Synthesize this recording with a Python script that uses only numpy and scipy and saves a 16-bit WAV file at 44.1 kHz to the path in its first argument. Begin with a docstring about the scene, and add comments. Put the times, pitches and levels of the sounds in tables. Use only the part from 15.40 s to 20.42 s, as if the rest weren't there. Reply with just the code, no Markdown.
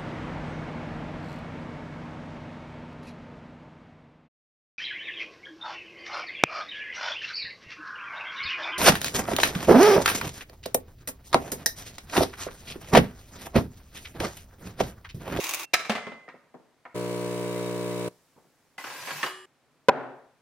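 """Making coffee at a bean-to-cup machine in a quiet kitchen. First a paper bag crackles and the hopper
lid slams; a cup lands on the drip tray and rocks to rest, and buttons click. Next the vibration pump
drives its casing at the mains rate, while water whistles and coffee drips. Steam then froths the milk
faintly. Stick-slip friction sets the steel tray ringing as the cup is dragged off, and finally the cup
strikes a wooden table, exciting its heavily damped modes."""
import sys
import numpy as np
from scipy import signal
from scipy.fft import rfft, irfft, next_fast_len
from scipy.io import wavfile

SR = 44100
rng = np.random.default_rng(int(sys.argv[2]) if len(sys.argv) > 2 else 0)


def dump(signal):
    """Clip the signal to [-1, 1] and save it as 16-bit WAV at the path in sys.argv[1]."""
    limited = np.clip(np.atleast_2d(signal).T, -1, 1)
    pcm = np.round(limited * 32767).astype(np.int16)
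    wavfile.write(sys.argv[1], SR, pcm)


N = 221337
TIME = np.arange(N) / SR

# Spectrum and mode levels are relative; most event levels set the loudness directly.
# kitchen background: (frequency [Hz], level [dB])
AIR_SPECTRUM = [(15, -49.5), (25, -18.5), (108, -6.5), (145, 0), (206, -9), (242, 0), (326, -6), (476, -5),
                (1840, -12), (2110, -13), (2840, -17), (9070, -26), (16000, -35)]
# reverberation time of the kitchen: (frequency [Hz], t60 [s])
ROOM_DECAY = [(100, 0.39), (500, 0.64), (1500, 0.68), (4000, 0.55), (8000, 0.62), (15000, 0.11)]
# stereo width: (frequency [Hz], side over mid [dB])
STEREO_WIDTH = [(60, -5.5), (250, -8), (600, -17), (1200, -12), (2500, -6.5), (5000, -3), (15000, -2.5)]
# the bag's loudest crinkles: (time [s], level [dB])
BAG_CRINKLES = [(.0415, -24.5), (.068, -29.5), (.092, -24), (.11, -26.5), (.1366, -22.5), (.145, -23),
                (.197, -29), (.208, -32), (.234, -32)]
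# response of stiff paper: (frequency [Hz], level [dB])
PAPER_SPECTRUM = [(18, -37), (30, -19), (81, -23), (239, -20.5), (319, -1.5), (415, -10.5), (1100, -2.5),
                  (1670, -8.5), (2610, 1), (2980, -8), (5590, -10.5), (6210, -5), (7470, -14), (14000, -16),
                  (16000, -15.5)]
# the hopper lid's slam and rebounds: (time [s], level [dB])
LID_IMPACTS = [(.3335, -24.5), (.3372, -14), (.341, -9), (.347, -25), (.394, -33), (.449, -37)]
# clatter of the lid: (frequency [Hz], level [dB])
LID_SPECTRUM = [(24, -61), (40, -29), (733, -3.5), (896, -12), (1240, 0), (1410, -6), (2320, 0),
                (3380, -12.5), (4030, -6.5), (4460, -18), (5310, -11), (7930, -23.5), (16000, -32.5)]
# modes of the lid: (frequency [Hz], level [dB], t60 [s])
LID_RESONANCES = [(715, -1, 0.065), (1320, -9, 0.27), (1666, -8, 0.16), (1810, -2, 0.085), (2320, -5, .15),
                  (4050, -9.5, .12), (4830, -12.5, 0.1), (5460, -9, 0.089)]
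# the cup landing and rocking on the tray: (time [s], level [dB])
CUP_IMPACTS = [(.496, -20), (.518, -29), (.552, -26), (.578, -34.5), (.668, -33), (0.718, -38)]
# clatter of the cup: (frequency [Hz], level [dB])
CUP_SPECTRUM = [(29, -40), (50, -9), (138, -19.5), (218, -4), (306, -13.5), (428, -5), (802, -3.5),
                (884, -6), (1430, -6), (2210, -8), (2440, -9.5), (2950, -12.5), (16000, -45.5)]
# modes of the cup on the tray: (frequency [Hz], level [dB], t60 [s])
CUP_RESONANCES = [(215, 11, 0.11), (449, -4, 0.19), (1089, 0.5, 0.082), (1300, -11, 0.24),
                  (2051, -11.5, 1.0), (2900, -13, 0.14)]
# buttons pressed and let go: (time [s], level [dB], tilt [dB/octave], ring frequency [Hz])
BUTTON_CLICKS = [(.88, -43.5, -2.5, 1863), (.887, -42, 10.5, 1294), (.942, -47, -5.5, 513),
                 (1.142, -42.5, -4, 683), (1.151, -44, -7, 430), (1.199, -56.5, -8.5, 614),
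                 (1.453, -39, 5, 1007)]
# hollow colour of the button panel, also used for the milk's gulps: (frequency [Hz], level [dB])
HOLLOW_SPECTRUM = [(60, -23.5), (170, 5), (400, 11.5), (900, 13), (2100, -2), (3200, -23), (6000, -45),
                   (15000, -92)]
# the casing's response to the pump: (harmonic number, level [dB])
PUMP_HARMONICS = [(1, -23.5), (2, 2), (3, 3.5), (4, -9.5), (5, 3.5), (6, 4.5), (7, 6), (8, 6), (9, -3.5),
                  (10, 4.5), (11, -11), (12, -8.5), (13, -24), (14, -16.5), (15, -14), (16, -6), (17, -6.5),
                  (18, -12.5), (19, -7.5)]
# loose parts of the machine: (frequency [Hz], level [dB])
RATTLE_SPECTRUM = [(1100, -10), (1450, -4), (1800, -3.5), (2300, -3.5), (2900, -9.5), (4300, -15.5),
                   (6000, -23.5), (9000, -13.5), (15000, -25.5)]
# pumped water: (frequency [Hz], level [dB])
FLOW_SPECTRUM = [(40, -31), (110, -24.5), (290, -17), (470, 3), (600, -2.5), (790, -12), (1000, -8),
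                 (1400, -11.5), (2000, -12.5), (4000, -18.5), (9200, -26), (16000, -62)]
# whistles of the forced water: (start [s], end [s], frequency [Hz], level [dB])
FLOW_WHISTLES = [(1.545, 1.86, 4300, -61.5), (1.85, 2.66, 3750, -59.5)]
# coffee dripping into the cup: (time [s], level [dB], bubble frequency [Hz], t60 [s])
COFFEE_DRIPS = [(2.15, -45, 2000, .14), (2.168, -45, 2050, 0.11), (2.51, -42, 1970, .12)]
# hiss of the steam wand: (frequency [Hz], level [dB])
STEAM_SPECTRUM = [(500, 0), (2000, -10), (5500, -1), (10000, -4.5), (15500, -7.5)]
# gulps of milk: (time [s], level [dB])
MILK_GULPS = [(2.962, -57.5), (2.975, -55.5), (2.995, -66), (3.045, -61)]
# the cup's foot catching on slots: (time [s], clatter level [dB], ring level [dB], ring frequency [Hz])
SLOT_CATCHES = [(3.382, -34, -30.5, 2004), (3.441, -31.5, -50, 1080), (3.469, -34, -42, 1600),
                (3.501, -35, -46, 1070), (3.547, -46, -42, 1610), (3.673, -30.5, -34, 1085),
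                (3.684, -34, -41, 1630), (3.707, -28.5, -28.5, 1635), (3.779, -45, -40, 2600),
                (3.83, -19.5, -18, 1813), (3.838, -22, -23, 1258), (3.862, -26, -34, 4800)]
# the foot scraping on steel: (frequency [Hz], level [dB])
SCRAPE_SPECTRUM = [(29, -76), (50, -52), (141, -14), (234, -16.5), (284, -10), (601, -6), (661, -5.5),
                   (1070, 1), (1210, -3.5), (1620, -1.5), (1870, -1.5), (2490, -3.5), (3580, -9.5),
                   (4670, -11.5), (16000, -27.5)]
# strength of the squeaks by pitch: (frequency [Hz], level [dB])
SQUEAK_SPECTRUM = [(700, -34), (1500, -13), (2500, -33), (4500, -0.5), (8000, -6), (15000, -6)]
# modes of the steel tray: (frequency [Hz], level [dB], t60 [s])
TRAY_RESONANCES = [(373.8, -2, 1.8), (780, -19, .4), (1190, -1, 1.06), (1240, -6, 0.66), (1662, -10, 0.64),
                   (1710, -1, 0.94), (1880, -6.5, 1.4), (2930, 2.5, 0.74), (3250, -6.5, .9),
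                   (3370, -3, 0.527), (4060, -13, .6), (4230, -14, 0.682), (5070, -13.5, 0.98),
                   (7600, -9.5, 1.4), (9082, -11, 0.96), (9179, -10, 0.94), (9600, -12, 0.69),
                   (11140, -15.5, 1.2)]
# peaks of the tray's shudder: (time [s], level [dB])
TRAY_SHUDDERS = [(3.63, -56.5), (3.755, -50)]
# the foot striking the table: (time [s], level [dB])
TABLE_IMPACTS = [(4.4853, 0), (4.4873, -5), (4.4893, -2), (4.4944, -10)]
# modes of the table top: (frequency [Hz], level [dB], t60 [s])
TABLE_RESONANCES = [(161.5, -22, 0.028), (300, -7, 0.0088), (549, 15.5, 0.0086), (776, -4, 0.042),
                    (973, 4.5, 0.02), (1502, -2, 0.019), (2370, -13, 0.008), (2490, -13, 0.022),
                    (3800, -23.5, 0.018)]
# the room's answer to the table: (frequency [Hz], level [dB])
TABLE_ECHO_SPECTRUM = [(29, -60), (50, -41), (91, -37), (134, -7), (203, -19), (273, -1.5), (313, -19),
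                       (351, -3.5), (568, -3.5), (985, -8), (1160, -15), (1420, -12), (12000, -73),
                       (15600, -106), (22000, -120)]


def gain_of(db):
    """Amplitude grows tenfold for every 20 dB."""
    return 10 ** (np.asarray(db) / 20)


def unit_rms(x):
    """Normalisation to a mean power of 1."""
    return x / np.sqrt(np.mean(x ** 2) + 1e-20)


def curve_at(points, hz):
    """Interpolation on a logarithmic frequency axis."""
    f, value = np.transpose(points)
    return np.interp(np.log(hz + 1), np.log(f + 1), value)


def gate(start, end, rise=0.00095, t60=0.0064):
    """Envelope of linear attack, hold and exponential release."""
    return np.clip((TIME - start) / rise, 0, 1) * gain_of(-60 * np.maximum(TIME - end, 0) / t60)


def add(mix, s, sound):
    """Superposition: a stereo sound joins the mix at time s."""
    part = mix[:, round(s * SR):][:, :sound.shape[1]]
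    part += sound[:, :part.shape[1]]


def through(x, response):
    """Linear filtering: convolution with an impulse response, cut to the input's length."""
    return signal.fftconvolve(np.atleast_2d(x), np.atleast_2d(response), axes=1)[:, :x.shape[-1]]


def low_cut(x, hz):
    """High-pass filtering: small objects radiate little deep bass."""
    return signal.sosfilt(signal.butter(3, hz, "highpass", fs=SR, output="sos"), x)


def overload(x, ceiling):
    """Soft saturation flattens the peaks at the ceiling."""
    return x / (1 + (x / ceiling) ** 6) ** (1 / 6)


def body(spectrum, tilt_db=0, size=4096):
    """Minimum-phase impulse response of energy 1, its spectrum tilted by tilt_db per octave."""
    hz = abs(np.fft.fftfreq(size, 1 / SR))
    log_gain = np.log(gain_of(curve_at(spectrum, hz) + tilt_db * np.log2(np.maximum(hz, 100))))
    response = np.fft.ifft(np.exp(np.conj(signal.hilbert(log_gain)))).real
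    return response / np.linalg.norm(response)


def spread(pair, wide_db=0):
    """Mid-side stereo from two uncorrelated signals: narrow middle, wider bass, widest treble."""
    size = pair.shape[1]
    fast = next_fast_len(size)
    side_gain = gain_of(wide_db + curve_at(STEREO_WIDTH, np.fft.rfftfreq(fast, 1 / SR)))
    side = irfft(rfft(pair[1], fast) * side_gain, fast)[:size]
    return np.array([pair[0] + side, pair[0] - side])


def noise(size, wide_db=0):
    """Gaussian noise, partly correlated between the ears."""
    return spread(rng.standard_normal((2, size)), wide_db)


def grains(per_s, uneven_db):
    """A Poisson process of tiny slips, a few of them large."""
    sizes = gain_of(uneven_db * np.minimum(rng.exponential(1, (2, N)), 4)) * rng.choice([-1, 1], (2, N))
    return spread(unit_rms(sizes * (rng.random((2, N)) < per_s / SR)))


def ring(modes, skew=0.86):
    """Free vibration: damped sinusoids, shifted oppositely at the ears by up to skew radians."""
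    t = np.arange(0, .6, 1 / SR)
    ears = np.array([[1], [-1]])
    return sum(gain_of(db - 60 * t / t60) * np.sin(2 * np.pi * hz * t + skew * rng.uniform(-1, 1) * ears)
               for hz, db, t60 in modes)


def blows(rows, t60, tilt_db, linger, duller_db):
    """Softer impacts are duller: per dB below the hardest, tilt falls and t60 changes by share linger."""
    top = max(row[1] for row in rows)
    return [(s, db, t60 * np.exp(linger * (top - db)), tilt_db - duller_db * (top - db))
            for s, db, *_ in rows]


def knocks(rows, spectrum, modes=None, ring_db=0):
    """Impact excitation: each blow is a burst of coloured noise and sets any given modes ringing."""
    out, t = np.zeros((2, N)), np.arange(SR // 3) / SR
    tone = gain_of(ring_db) * ring(modes) if modes else np.zeros((2, 1))
    for s, db, t60, tilt_db in rows:
        fade = gain_of(-60 * t / t60)
        clatter = through(noise(len(t)) * fade, body(spectrum, tilt_db))
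        add(out, s, gain_of(db) * unit_rms(clatter) * np.sqrt(np.mean(fade ** 2)))
        add(out, s, gain_of(db) * tone)
    return out


def fuzzy_tone(hz, width_hz):
    """A resonance driven by noise gives a wavering tone of rms 1."""
    return unit_rms(through(noise(N), ring([(hz, 0, 2.2 / width_hz)])))


def chirp(hz, t60, glide, rise=.002):
    """A damped oscillation whose frequency slides by the share glide per second."""
    t = np.arange(SR // 8) / SR
    tone = np.sin(2 * np.pi * hz * t * (1 + glide * t / 2))
    return tone * gain_of(-60 * t / t60) * (1 - np.exp(-t / rise))


def room(x, hold=0., stretch=1., wide_db=0):
    """Diffuse reverberation lingers for hold seconds, then decays at each band's own rate."""
    hz, t, bands = signal.stft(noise(SR, wide_db), SR, nperseg=256)
    age = np.hypot(t, hold) - abs(hold)
    t60 = stretch * curve_at(ROOM_DECAY, hz)[:, None]
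    tail = signal.istft(bands * gain_of(-60 * age / t60), SR, nperseg=256)[1]
    return through(x, unit_rms(tail) / np.sqrt(tail.shape[1]))


def kitchen_air():
    """Stationary noise, strongest in the bass, forms the quiet background."""
    return through(noise(N), body(AIR_SPECTRUM)) * gain_of(-68.5)


def paper_bag(end_s=0.2504, ease_db_per_s=19.5):
    """Impulsive noise: the paper bag crackles and crinkles. A faint ring hangs on."""
    crackle = grains(per_s=5400, uneven_db=4.0) * gain_of(-35 - ease_db_per_s * TIME)
    hollow = ring([(1149, 4, 0.086), (2830, -3, 0.023), (3790, 4.0, .04), (6190, -18.0, 0.023)])
    crinkles = blows(BAG_CRINKLES, t60=0.059, tilt_db=2.5, linger=-0.063, duller_db=0.16)
    snaps = knocks(crinkles, PAPER_SPECTRUM)
    rustle = through(crackle, body(PAPER_SPECTRUM))
    resonance = gain_of(-11) * through(crackle, hollow / np.linalg.norm(hollow[0]))
    handling = gate(0, end_s, t60=0.016)
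    high_ring = gain_of(-43.5) * through(crackle * handling, ring([(2710, 0, .2)]))
    return (rustle + resonance + snaps) * handling + high_ring


def hopper_lid():
    """Impact and rebounds excite the modes of the plastic lid."""
    impacts = blows(LID_IMPACTS, t60=0.029, tilt_db=1.7, linger=0.086, duller_db=0.09)
    slam = knocks(impacts, LID_SPECTRUM, LID_RESONANCES, ring_db=-17)
    return slam + gain_of(-13.5) * room(slam, stretch=0.85)


def cup_on_tray(t60=0.11, tilt_db=.7, dulls_db_per_s=21, fade_from_s=.89):
    """The landing excites every mode; the rocking, ever duller, excites only the upper ones."""
    landing_s = CUP_IMPACTS[0][0]
    impacts = [(s, db, t60, tilt_db - dulls_db_per_s * (s - landing_s)) for s, db in CUP_IMPACTS]
    landing = knocks(impacts[:1], CUP_SPECTRUM, CUP_RESONANCES, ring_db=-12.5)
    rocking = knocks(impacts[1:], CUP_SPECTRUM, CUP_RESONANCES[2:], ring_db=-11.5)
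    direct = low_cut(landing + rocking, 118)
    return (direct + gain_of(-7.5) * room(direct, stretch=0.92)) * gate(0, fade_from_s, t60=.5)


def buttons(t60=0.096):
    """Each click is a transient in the plastic panel with one strongly damped mode."""
    clicks = sum(knocks([(s, db, t60, tilt_db)], HOLLOW_SPECTRUM, [(hz, 0, .025)], ring_db=3)
                 for s, db, tilt_db, hz in BUTTON_CLICKS)
    direct = low_cut(clicks, 166)
    return direct + gain_of(-7) * room(direct)


def casing_hum(turns, stroke_hz, count=52, slope_db_per_octave=-7.5, scatter_db=1.5):
    """Periodic forcing gives a harmonic series, smeared in phase by nearby walls."""
    high = np.arange(len(PUMP_HARMONICS), count) + 1
    buzz_db = -20 + slope_db_per_octave * np.log2(high / high[0])
    buzz_db += scatter_db * rng.standard_normal(len(high))
    order, db = np.transpose([*PUMP_HARMONICS, *zip(high, buzz_db)])
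    hz = order * stroke_hz
    response = rfft(body([(20, -60), *zip(hz, db), (5000, -60)]), SR)[np.round(hz).astype(int)]
    mid_phase = np.angle(response) + .8 * rng.standard_normal(len(hz))
    side_phase = mid_phase + np.pi / 2 * rng.choice([-1, 1], len(hz))
    side_db = curve_at([(60, -6), (180, -7), (380, -14.5), (700, -41.0), (1300, -4.0)], hz)
    cycle = np.linspace(0, 1, 2048)  # one period, repeated at every stroke
    angle = 2 * np.pi * np.outer(cycle, order)
    mid = np.cos(angle + mid_phase) @ gain_of(db)
    side = np.cos(angle + side_phase) @ gain_of(db + side_db)
    ears = np.array([np.interp(turns % 1, cycle, wave) for wave in (mid + side, mid - side)])
    return unit_rms(ears) * gain_of([[.5], [-.5]])


def pump(on_s=1.544, off_s=2.684, mains_hz=60.02):
    """Forced vibration: a piston kicks each mains cycle; the casing hums, parts rattle, water spurts."""
    turns = mains_hz * (TIME - 1.5445)
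    strokes = np.diff(np.floor(turns), prepend=np.floor(turns[0])) * (1 + 0.11 * rng.standard_normal(N))
    t = np.arange(SR // 10) / SR
    loose_parts = through(noise(len(t), wide_db=4.5) * gain_of(-60 * t / 0.11), body(RATTLE_SPECTRUM))
    rattle = gain_of(-46) * unit_rms(through(strokes, loose_parts))
    spurts = gain_of(2.5 * np.cos(2 * np.pi * (turns - .15)))
    water = gain_of(-47) * through(noise(N, wide_db=8.0), body(FLOW_SPECTRUM)) * spurts
    water += gain_of(-53.5) * fuzzy_tone(430, width_hz=53)
    spray_colour = body([(3000, -14.5), (7500, -6.0), (9100, -4.0), (10300, -15.0), (15000, -12)])
    spray = gain_of(-53.5) * through(noise(N, wide_db=-2), spray_colour) * spurts
    hum = gain_of(-31) * casing_hum(turns, mains_hz)
    running = gate(on_s, off_s, rise=0.012, t60=.024)
    tail = gain_of(-20.5) * gate(on_s, off_s, rise=0.012, t60=0.33)
    return (hum + rattle + water + spray) * np.maximum(running, tail)


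def whistles():
    """Water forced through the machine excites faint, narrow resonances."""
    return sum(fuzzy_tone(hz, width_hz=15) * gain_of(db) * gate(start, end, rise=.08, t60=.04)
               for start, end, hz, db in FLOW_WHISTLES)


def drips():
    """Bubble resonance: each drop traps air that rings with rising pitch."""
    out = np.zeros((2, N))
    for s, db, hz, t60 in COFFEE_DRIPS:
        add(out, s, gain_of(db) * np.tile(chirp(hz, t60, glide=1.2), (2, 1)))
    return out


def steam_wand(on_s=2.5, off_s=3.36, settle_s=0.43):
    """Turbulent jet noise settles as milk covers the tip; the milk gulps a few times."""
    settling = np.exp(-np.maximum(TIME - on_s, 0) / settle_s)
    jet = gain_of(-78 + 14 * settling) * gate(on_s, off_s, rise=0.028, t60=0.09)
    hiss = through(noise(N), body(STEAM_SPECTRUM)) * jet
    gulps = blows(MILK_GULPS, t60=0.21, tilt_db=-4.5, linger=0.035, duller_db=0.5)
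    return hiss + knocks(gulps, HOLLOW_SPECTRUM)


def squeaks(count, start_s=3.33, span_s=.57):
    """Stick-slip oscillation: tiny tones that glide as the cup's foot crosses the slots."""
    out = np.zeros((2, N))
    for when, pitch, size, slide, pan in rng.random((count, 5)):
        hz = 700 + 14500 * pitch ** 1.35
        level = gain_of(curve_at(SQUEAK_SPECTRUM, hz) + 11 * (size - 0.5))
        tone = level * chirp(hz, t60=0.1, glide=0.49 * (slide - .5), rise=0.001)
        ears = [np.cos(3 * pan - .7), np.sin(3 * pan - .7)]
        add(out, start_s + span_s * when, np.outer(ears, tone))
    return out


def steel_sheet(count, t60):
    """A thin plate has crowded upper modes, scattered in frequency and strength."""
    hz, db = rng.uniform(1500, 15500, count), 4 * rng.standard_normal(count)
    return ring([(f, d, t60) for f, d in zip(hz, db)], skew=0.62)


def cup_drag(start_s=3.379, full_s=3.666, rim_s=3.843, cut_s=4.056, swell_db_per_s=29):
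    """Friction, growing with speed, drives the slotted tray; it rings freely once the cup is off."""
    swell = gain_of(-37.5 - swell_db_per_s * np.maximum(full_s - TIME, 0))
    pull = swell * gate(start_s, rim_s, t60=0.58)
    catches = blows(SLOT_CATCHES, t60=0.066, tilt_db=-2.5, linger=0.067, duller_db=0.03)
    slips = grains(per_s=3000, uneven_db=1.0) * pull
    scrape = gain_of(-3) * through(slips, body(SCRAPE_SPECTRUM))
    scrape += gain_of(-2) * knocks(catches, SCRAPE_SPECTRUM)
    scrape += gain_of(-6.5) * squeaks(count=1300) * pull
    for (s, _, t60, _), (_, _, ring_db, hz) in zip(catches, SLOT_CATCHES):
        add(scrape, s, ring([(hz, ring_db, 0.67 * t60)]))
    steel = steel_sheet(count=50, t60=0.34)
    tray = ring(TRAY_RESONANCES, skew=0.69)
    singing = gain_of(-59.5) * through(slips, tray) + gain_of(-76) * through(slips, steel)
    add(singing, rim_s, gain_of(-43.5) * tray + gain_of(-79) * steel)  # the foot slips off the rim
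    direct = low_cut(scrape, 127) + singing
    return gain_of(-1.5) * (direct + gain_of(-9) * room(scrape, stretch=0.7)) * gate(0, cut_s)


def tray_shudder(width_s=0.036):
    """A low resonance of the tray swells and fades under the moving cup."""
    swells = sum(gain_of(db) * np.exp(-((TIME - s) / width_s) ** 2) for s, db in TRAY_SHUDDERS)
    return low_cut(fuzzy_tone(150, width_hz=33), 105) * swells


def cup_on_table():
    """A quick roll of impacts excites damped wood modes; the bark saturates, the room answers dully."""
    wood, push = np.zeros((2, N)), np.zeros((2, N))
    contact_s = TABLE_IMPACTS[0][0]
    tone = ring(TABLE_RESONANCES, skew=0.21)
    for s, db in TABLE_IMPACTS:
        add(wood, s, gain_of(db) * tone)
    crack = knocks([(4.4854, -24, .02, 0)], [(60, -15), (200, 0), (1500, 0), (5000, -11), (15000, -32)])
    bark = overload(gain_of(-3.5) * wood + crack, ceiling=0.48)
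    bark = signal.sosfilt(signal.butter(1, 7500, fs=SR, output="sos"), bark)
    add(bark, contact_s, ring([(230, -20, 0.06)], skew=.1))  # the whole top gives a low thud
    add(push, contact_s, np.tile(body(TABLE_ECHO_SPECTRUM), (2, 1)))
    echo = gain_of(6.5) * room(push, hold=0.3, stretch=0.61, wide_db=3.0) * gain_of([[.8], [-.8]])
    return low_cut(bark, 140) + echo


def scene():
    """Superposition: the pressures of all the sources add."""
    preparing = paper_bag() + hopper_lid() + cup_on_tray() + buttons()
    brewing = pump() + whistles() + drips() + steam_wand()
    serving = cup_drag() + tray_shudder() + cup_on_table()
    return kitchen_air() + preparing + brewing + serving


def record(dry, edge_hz=15900):
    """Saturation rounds the peaks, then a low-pass filter limits the bandwidth."""
    clipped = overload(dry, ceiling=.66)
    low_pass = signal.firwin(511, edge_hz, window=("kaiser", 9), fs=SR)
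    return signal.oaconvolve(clipped, low_pass[None], "same")


dry = scene()
out = record(dry)
dump(out)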